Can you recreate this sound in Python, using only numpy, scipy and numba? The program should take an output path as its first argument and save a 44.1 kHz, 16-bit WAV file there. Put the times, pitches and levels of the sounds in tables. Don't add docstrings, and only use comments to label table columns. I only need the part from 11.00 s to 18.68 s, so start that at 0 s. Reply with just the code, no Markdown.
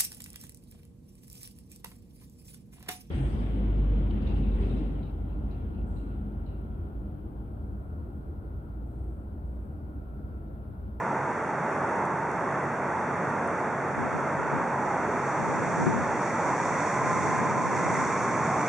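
import sys
import numpy as np
from scipy import signal
from scipy.fft import rfft, irfft
from scipy.io import wavfile
from numba import njit

SR = 44100
rng = np.random.default_rng(int(sys.argv[2]) if len(sys.argv) > 2 else 0)


def digitize_waveform(pressure):
    field = np.atleast_2d(pressure).T
    bounded = np.clip(field, -1, 1)
    quanta = np.round(bounded * 32767).astype(np.int16)
    wavfile.write(sys.argv[1], SR, quanta)


N = 338688
TIME = np.arange(N) / SR
FREQS = np.maximum(np.arange(N // 2 + 1) * SR / N, 1)
LEFT_RIGHT_SIGNS = np.array([[1], [-1]])


def from_db(db):
    return 10 ** (np.asarray(db) / 20)


def rms_one(x):
    return x / np.sqrt(np.mean(np.abs(x) ** 2) + 1e-20)


def in_time(rows):
    s, *columns = np.transpose(rows)
    return [np.interp(TIME, s, column) for column in columns]


def gain_at_freqs(points):
    hz, db = np.transpose(points)
    return from_db(np.interp(np.log(FREQS), np.log(hz), db))


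def drift(rate_hz):
    lowpass = 1 / (1 + (FREQS / rate_hz) ** 2)
    return rms_one(irfft(rfft(rng.standard_normal(N)) * lowpass, N))


def bump(s, half_length_s):
    return np.exp(-.5 * ((TIME - s) / half_length_s) ** 2)


def fade_in(s, attack_s):
    return np.clip((TIME - s) / attack_s, 0, 1)


def field(excitation, spectrum, width, lag_s=0):
    mid, side = rfft(excitation) * gain_at_freqs(spectrum) * np.sqrt(SR / 2)
    side = side * gain_at_freqs(width)
    late = np.exp(-2j * np.pi * FREQS * lag_s)
    return irfft(np.array([(mid + side) * late, mid - side]), N)


@njit
def resonate(noise, hz, width_hz, sr):
    out, first, second = np.zeros(len(noise)), 0j, 0j
    for i in range(len(noise)):
        r = np.exp(-np.pi * 1.55 * width_hz[i] / sr)
        pole = r * np.exp(2j * np.pi * hz[i] / sr)
        first = pole * first + np.sqrt(1 - r) * noise[i]
        second = pole * second + (1 - r) * first
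        out[i] = second.real
    return out


def hollow(hz, width_hz, side_db=-15):
    hz = hz + np.zeros(N)
    width_hz = np.abs(width_hz) + np.zeros(N)
    mid, side = [rms_one(resonate(noise, hz, width_hz, float(SR)))
                 for noise in rng.standard_normal((2, N))]
    return mid + from_db(side_db) * side * LEFT_RIGHT_SIGNS


# freq_hz [Hz], level_db [dB per Hz]
ROAR_SPECTRUM = [(25, -104), (48, -98.5), (73, -78), (100, -67.5), (165, -61), (330, -63.5), (620, -60),
                 (1400, -63), (2050, -70.5), (3050, -90.5), (4500, -98), (5900, -90), (8300, -99),
                 (10200, -106)]
# freq_hz [Hz], level_db [dB per Hz]
LAPPING_SPECTRUM = [(80, -99.5), (180, -71.5), (400, -67), (750, -75), (1400, -73), (4000, -125)]
# freq_hz [Hz], side_minus_mid_db [dB]
FAR_FIELD_WIDTH = [(50, 4), (150, -24), (300, -18), (600, -18), (1000, -15), (2000, -10.5), (3500, -7),
                   (6000, -5.5), (10000, -0.5)]
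# peak_s [s], half_length_s [s], centre_hz [Hz], width_hz [Hz], level_db [dB rms at the peak]
ROAR_SWELLS = [(1.502, 0.14, 1080, 76, -39.5), (2.246, 0.049, 147, 54, -34), (3.522, 0.1, 1450, 250, -39),
               (3.88, 0.083, 820, 50, -36), (4.02, 0.025, 260, 190, -38), (4.078, 0.094, 408, 13, -38),
               (4.6, 0.49, 997, 124, -40), (4.683, 0.081, 169, 41, -37.5), (4.933, 0.053, 239, 35, -37),
               (6.4, 0.1, 137.7, 15, -43), (6.82, 0.061, 165, 36, -38), (7.454, 0.18, 200, 110, -35.5),
               (7.525, 0.14, 760, 350, -32.5)]
SWELL_LOWEST_HZ = 115


def port(level_db=-0.85, waver_db=0.39, lap_waver_db=2.5):
    roar = field(rng.standard_normal((2, N)), ROAR_SPECTRUM, FAR_FIELD_WIDTH)
    roar = roar * from_db(level_db + waver_db * drift(2.3))
    laps = field(rng.standard_normal((2, N)), LAPPING_SPECTRUM, FAR_FIELD_WIDTH)
    laps = laps * from_db(lap_waver_db * drift(6))
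    swells = sum(from_db(db) * bump(s, half_length_s) * hollow(hz, width_hz)
                 for s, half_length_s, hz, width_hz, db in ROAR_SWELLS)
    low_cut = signal.butter(2, SWELL_LOWEST_HZ, "high", fs=SR, output="sos")
    return roar + laps + signal.sosfilt(low_cut, swells)


# [dB, sine amplitude]
DIESEL_TONES = [(55.6, -69), (60.3, -57.5), (88, -55), (90.4, -54.5), (117.7, -61.5), (134.6, -50),
                (136.8, -47.5), (138.7, -46), (144.2, -46.5), (163, -53), (170.4, -53), (174.8, -50),
                (198.5, -48), (202, -53), (233.5, -49.5), (236.5, -48), (293, -52.5), (348.5, -50),
                (383, -46)]
EXHAUST_S, EXHAUST_HALF_S = 4, 2
EXHAUST_DB, SCREENED_DB = -0.9, -3.5


def diesels(fade_db=2.0, wander_rad=0.27, side_db=-14):
    out = np.zeros((2, N))
    for hz, db in DIESEL_TONES:
        phase = 2 * np.pi * (hz * TIME + rng.random()) + wander_rad * drift(0.61)
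        side = from_db(side_db) * np.sin(phase + 2 * np.pi * rng.random())
        out += from_db(db + fade_db * drift(1.8)) * (np.sin(phase) + side * LEFT_RIGHT_SIGNS)
    exposure = bump(EXHAUST_S, EXHAUST_HALF_S)
    return out * from_db(SCREENED_DB + (EXHAUST_DB - SCREENED_DB) * exposure)


# time_s [s], centre_hz [Hz], width_hz [Hz], level_db [dB rms]
FAN_CURVE = [(0, 900, 130, -34), (0.6, 877, 120, -38.5), (1.0, 914, 100, -33), (1.28, 880, 100, -35.5),
             (1.55, 900, 120, -44.5), (2.0, 893, 90.4, -34.5), (2.3, 910, 129, -40), (2.55, 874, 60, -37),
             (2.75, 880, 120, -39), (3.45, 900, 130, -37), (3.75, 915, 135, -33), (4.05, 860, 120, -36.5),
             (4.35, 873, 119.5, -36.5), (4.7, 888, 60, -35), (5.3, 868, 110, -36), (6.6, 895, 89.6, -36.5),
             (7.05, 882, 70.4, -38), (7.6, 893, 45, -40)]
# time_s [s], centre_hz [Hz], width_hz [Hz], level_db [dB rms]
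SPIN_CURVE = [(5.33, 985, 80, -52), (5.47, 973, 70, -31), (5.65, 1010, 95, -38), (5.85, 1012, 55, -32.5),
              (6.1, 1032, 35, -33.5), (6.3, 1036, 45, -34.5), (6.68, 1017, 54.5, -32.5),
              (6.98, 1032, 56.3, -34), (7.2, 1094, 110, -34.5), (7.55, 1094, 150, -35)]
OCTAVE_WIDTH_HZ, OCTAVE_DB, OCTAVE_FOLLOWS = 167, -40, 2.2


def whirr(wake_db, waver_db=0.1, flutter_db=0.7, wobble_hz=5, fan_wander_hz=16):
    hz, width_hz, db = in_time(FAN_CURVE)
    fan_level = from_db(db + waver_db * drift(7.1))
    fan = fan_level * hollow(hz + fan_wander_hz * drift(10), width_hz)

    hz, width_hz, db = in_time(SPIN_CURVE)
    hz = hz + wobble_hz * drift(6.2)
    note = from_db(db + flutter_db * drift(7)) * hollow(hz, width_hz)
    octave = from_db(OCTAVE_DB + OCTAVE_FOLLOWS * wake_db) * hollow(2 * hz, OCTAVE_WIDTH_HZ)
    return fan + note + octave


# freq_hz [Hz], level_db [dB per Hz]
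CHURN_SPECTRUM = [(50, -100), (95, -66.5), (145, -62.5), (300, -63.5), (700, -65.5), (1300, -68.5),
                  (1750, -72), (2350, -73), (3100, -95.5), (5000, -93), (8000, -120)]
# freq_hz [Hz], level_db [dB per Hz]
FOAM_SPECTRUM = [(2000, -110), (3500, -86.5), (4600, -89), (5600, -77.5), (6500, -78), (8100, -85.5),
                 (9300, -97), (10300, -104), (11200, -120)]
# freq_hz [Hz], side_minus_mid_db [dB]
WAKE_FIELD_WIDTH = [(100, -1), (250, -14.5), (550, -20), (1500, -17), (3500, -6.5), (6000, -7),
                    (9000, -1.5)]
WAKE_LAG_S = 2.1e-5


def wake(churn_db, foam_db, surge_db=0.5, fizz_db=0.9, bursts_per_s=9000, size_db=1.5):
    churn = field(rng.standard_normal((2, N)), CHURN_SPECTRUM, WAKE_FIELD_WIDTH, WAKE_LAG_S)
    churn = churn * from_db(churn_db + surge_db * drift(5.8))

    born = rng.random((2, N)) < bursts_per_s / SR
    sizes = from_db(size_db * np.minimum(rng.exponential(1, (2, N)), 4))
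    bursts = born * sizes * rng.choice([-1, 1], (2, N))
    foam = field(rms_one(bursts), FOAM_SPECTRUM, WAKE_FIELD_WIDTH, WAKE_LAG_S)
    return churn + foam * from_db(foam_db + fizz_db * drift(5.1))


# [dB, strength of the hit]
DROP_HITS = [(0.893, -46), (0.96, -42), (1.0535, -37), (1.0625, -46), (1.3152, -40), (2.3035, -41.5),
             (2.44, -45), (2.4758, -39.5), (4.989, -45), (6.3799, -37), (6.9406, -38)]


def drops(hz=7800, width_hz=4200, decay_s=0.00084, left_db=3, faint_per_s=14, faint_db=-54):
    faint_levels = from_db(faint_db + 3 * rng.standard_normal(N))
    hits = (rng.random(N) < faint_per_s / SR) * faint_levels
    for s, db in DROP_HITS:
        hits[round(s * SR)] = from_db(db)
    decay = np.exp(-1 / (decay_s * SR))
    envelope = signal.lfilter([1], [1, -decay], hits + 1e-18)
    return .5 * envelope * hollow(hz, width_hz, side_db=0) * from_db([[left_db], [-left_db]])


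# freq_hz [Hz], level_db [relative dB per Hz]
BUFFET_SPECTRUM = [(30, -52), (75, -9.5), (145, 7), (250, 2.5), (380, -2.5), (540, -13), (1200, -59)]
# start_s [s], hold_s [s], left_level_db [dB rms], right_level_db [dB rms]
WIND_GUSTS = [(2.957, 0.08, -30.5, -37), (3.102, 0.045, -32, -36), (3.368, 0.033, -34, -37),
              (3.508, 0.049, -31, -40), (4.38, 0.3, -35, -38), (4.76, 0.21, -29, -30.5),
              (6.007, 1.05, -37, -38)]
GUST_ATTACK_S, GUST_RELEASE_S, CALM_DB = 0.025, 0.056, -63


def wind(lumps_db=-0.1, opposed=0.35):
    eddies = irfft(rfft(rng.standard_normal((2, N))) * gain_at_freqs(BUFFET_SPECTRUM), N)
    pressure = rms_one(eddies - opposed * eddies[::-1])
    force = from_db(CALM_DB)
    for s, hold_s, left_db, right_db in WIND_GUSTS:
        release = np.exp(-np.maximum(TIME - s - hold_s, 0) / GUST_RELEASE_S)
        envelope = fade_in(s, GUST_ATTACK_S) * release
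        force = np.hypot(force, from_db([[left_db], [right_db]]) * envelope)
    return force * from_db(lumps_db * drift(12)) * pressure


# [dB, gain]
WIND_THUMPS = [(4.8635, -7.5), (4.8885, -15)]
# pitch_hz [Hz], level_db [dB, gain], t60_s [s to fall 60 dB]
THUMP_RING = [(161, -4.5, 0.12), (225, -4, 0.11), (370, -6.5, 0.12)]


def thumps(attack_s=0.006, right_db=-10):
    push = np.zeros(N)
    for s, db in WIND_THUMPS:
        age = np.maximum(TIME - s, 0)
        ring = sum(from_db(mode_db - 60 * age / t60_s) * np.sin(2 * np.pi * hz * age)
                   for hz, mode_db, t60_s in THUMP_RING)
        push += from_db(db) * fade_in(s, attack_s) * ring
    return np.array([push, -from_db(right_db) * push])


# time_s [s], level_db [dB gain]
WAKE_CURVE = [(0, -31.5), (3.75, -15.5), (4.35, -7.5), (4.95, -6), (5.75, -2), (6.2, -1.5), (6.6, -4),
              (6.95, 0.2), (7.4, -3.5), (7.68, -2)]
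CHURN_DB, CHURN_FOLLOWS = 1.5, 0.55


def scene(lean_db=0.64):
    wake_db, = in_time(WAKE_CURVE)
    churn_db = CHURN_DB + CHURN_FOLLOWS * wake_db
    harbour = port() + diesels() + whirr(wake_db) + wake(churn_db, wake_db) + drops()
    return harbour * from_db([[-lean_db], [lean_db]]) + wind() + thumps()


# [Hz, of one notch stage]
CAMERA_NOTCHES = [(3003, 278), (4010, 390), (5030, 490)]
CUTOFF_HZ = 10450


def record(dry, depth=0.96):
    for hz, width_hz in CAMERA_NOTCHES:
        b, a = signal.iirnotch(hz, hz / width_hz, fs=SR)
        notched = signal.lfilter(b, a, signal.lfilter(b, a, dry))
        dry = dry + depth * (notched - dry)
    return signal.sosfilt(signal.butter(20, CUTOFF_HZ, fs=SR, output="sos"), dry)


dry = scene()
out = record(dry)
digitize_waveform(out)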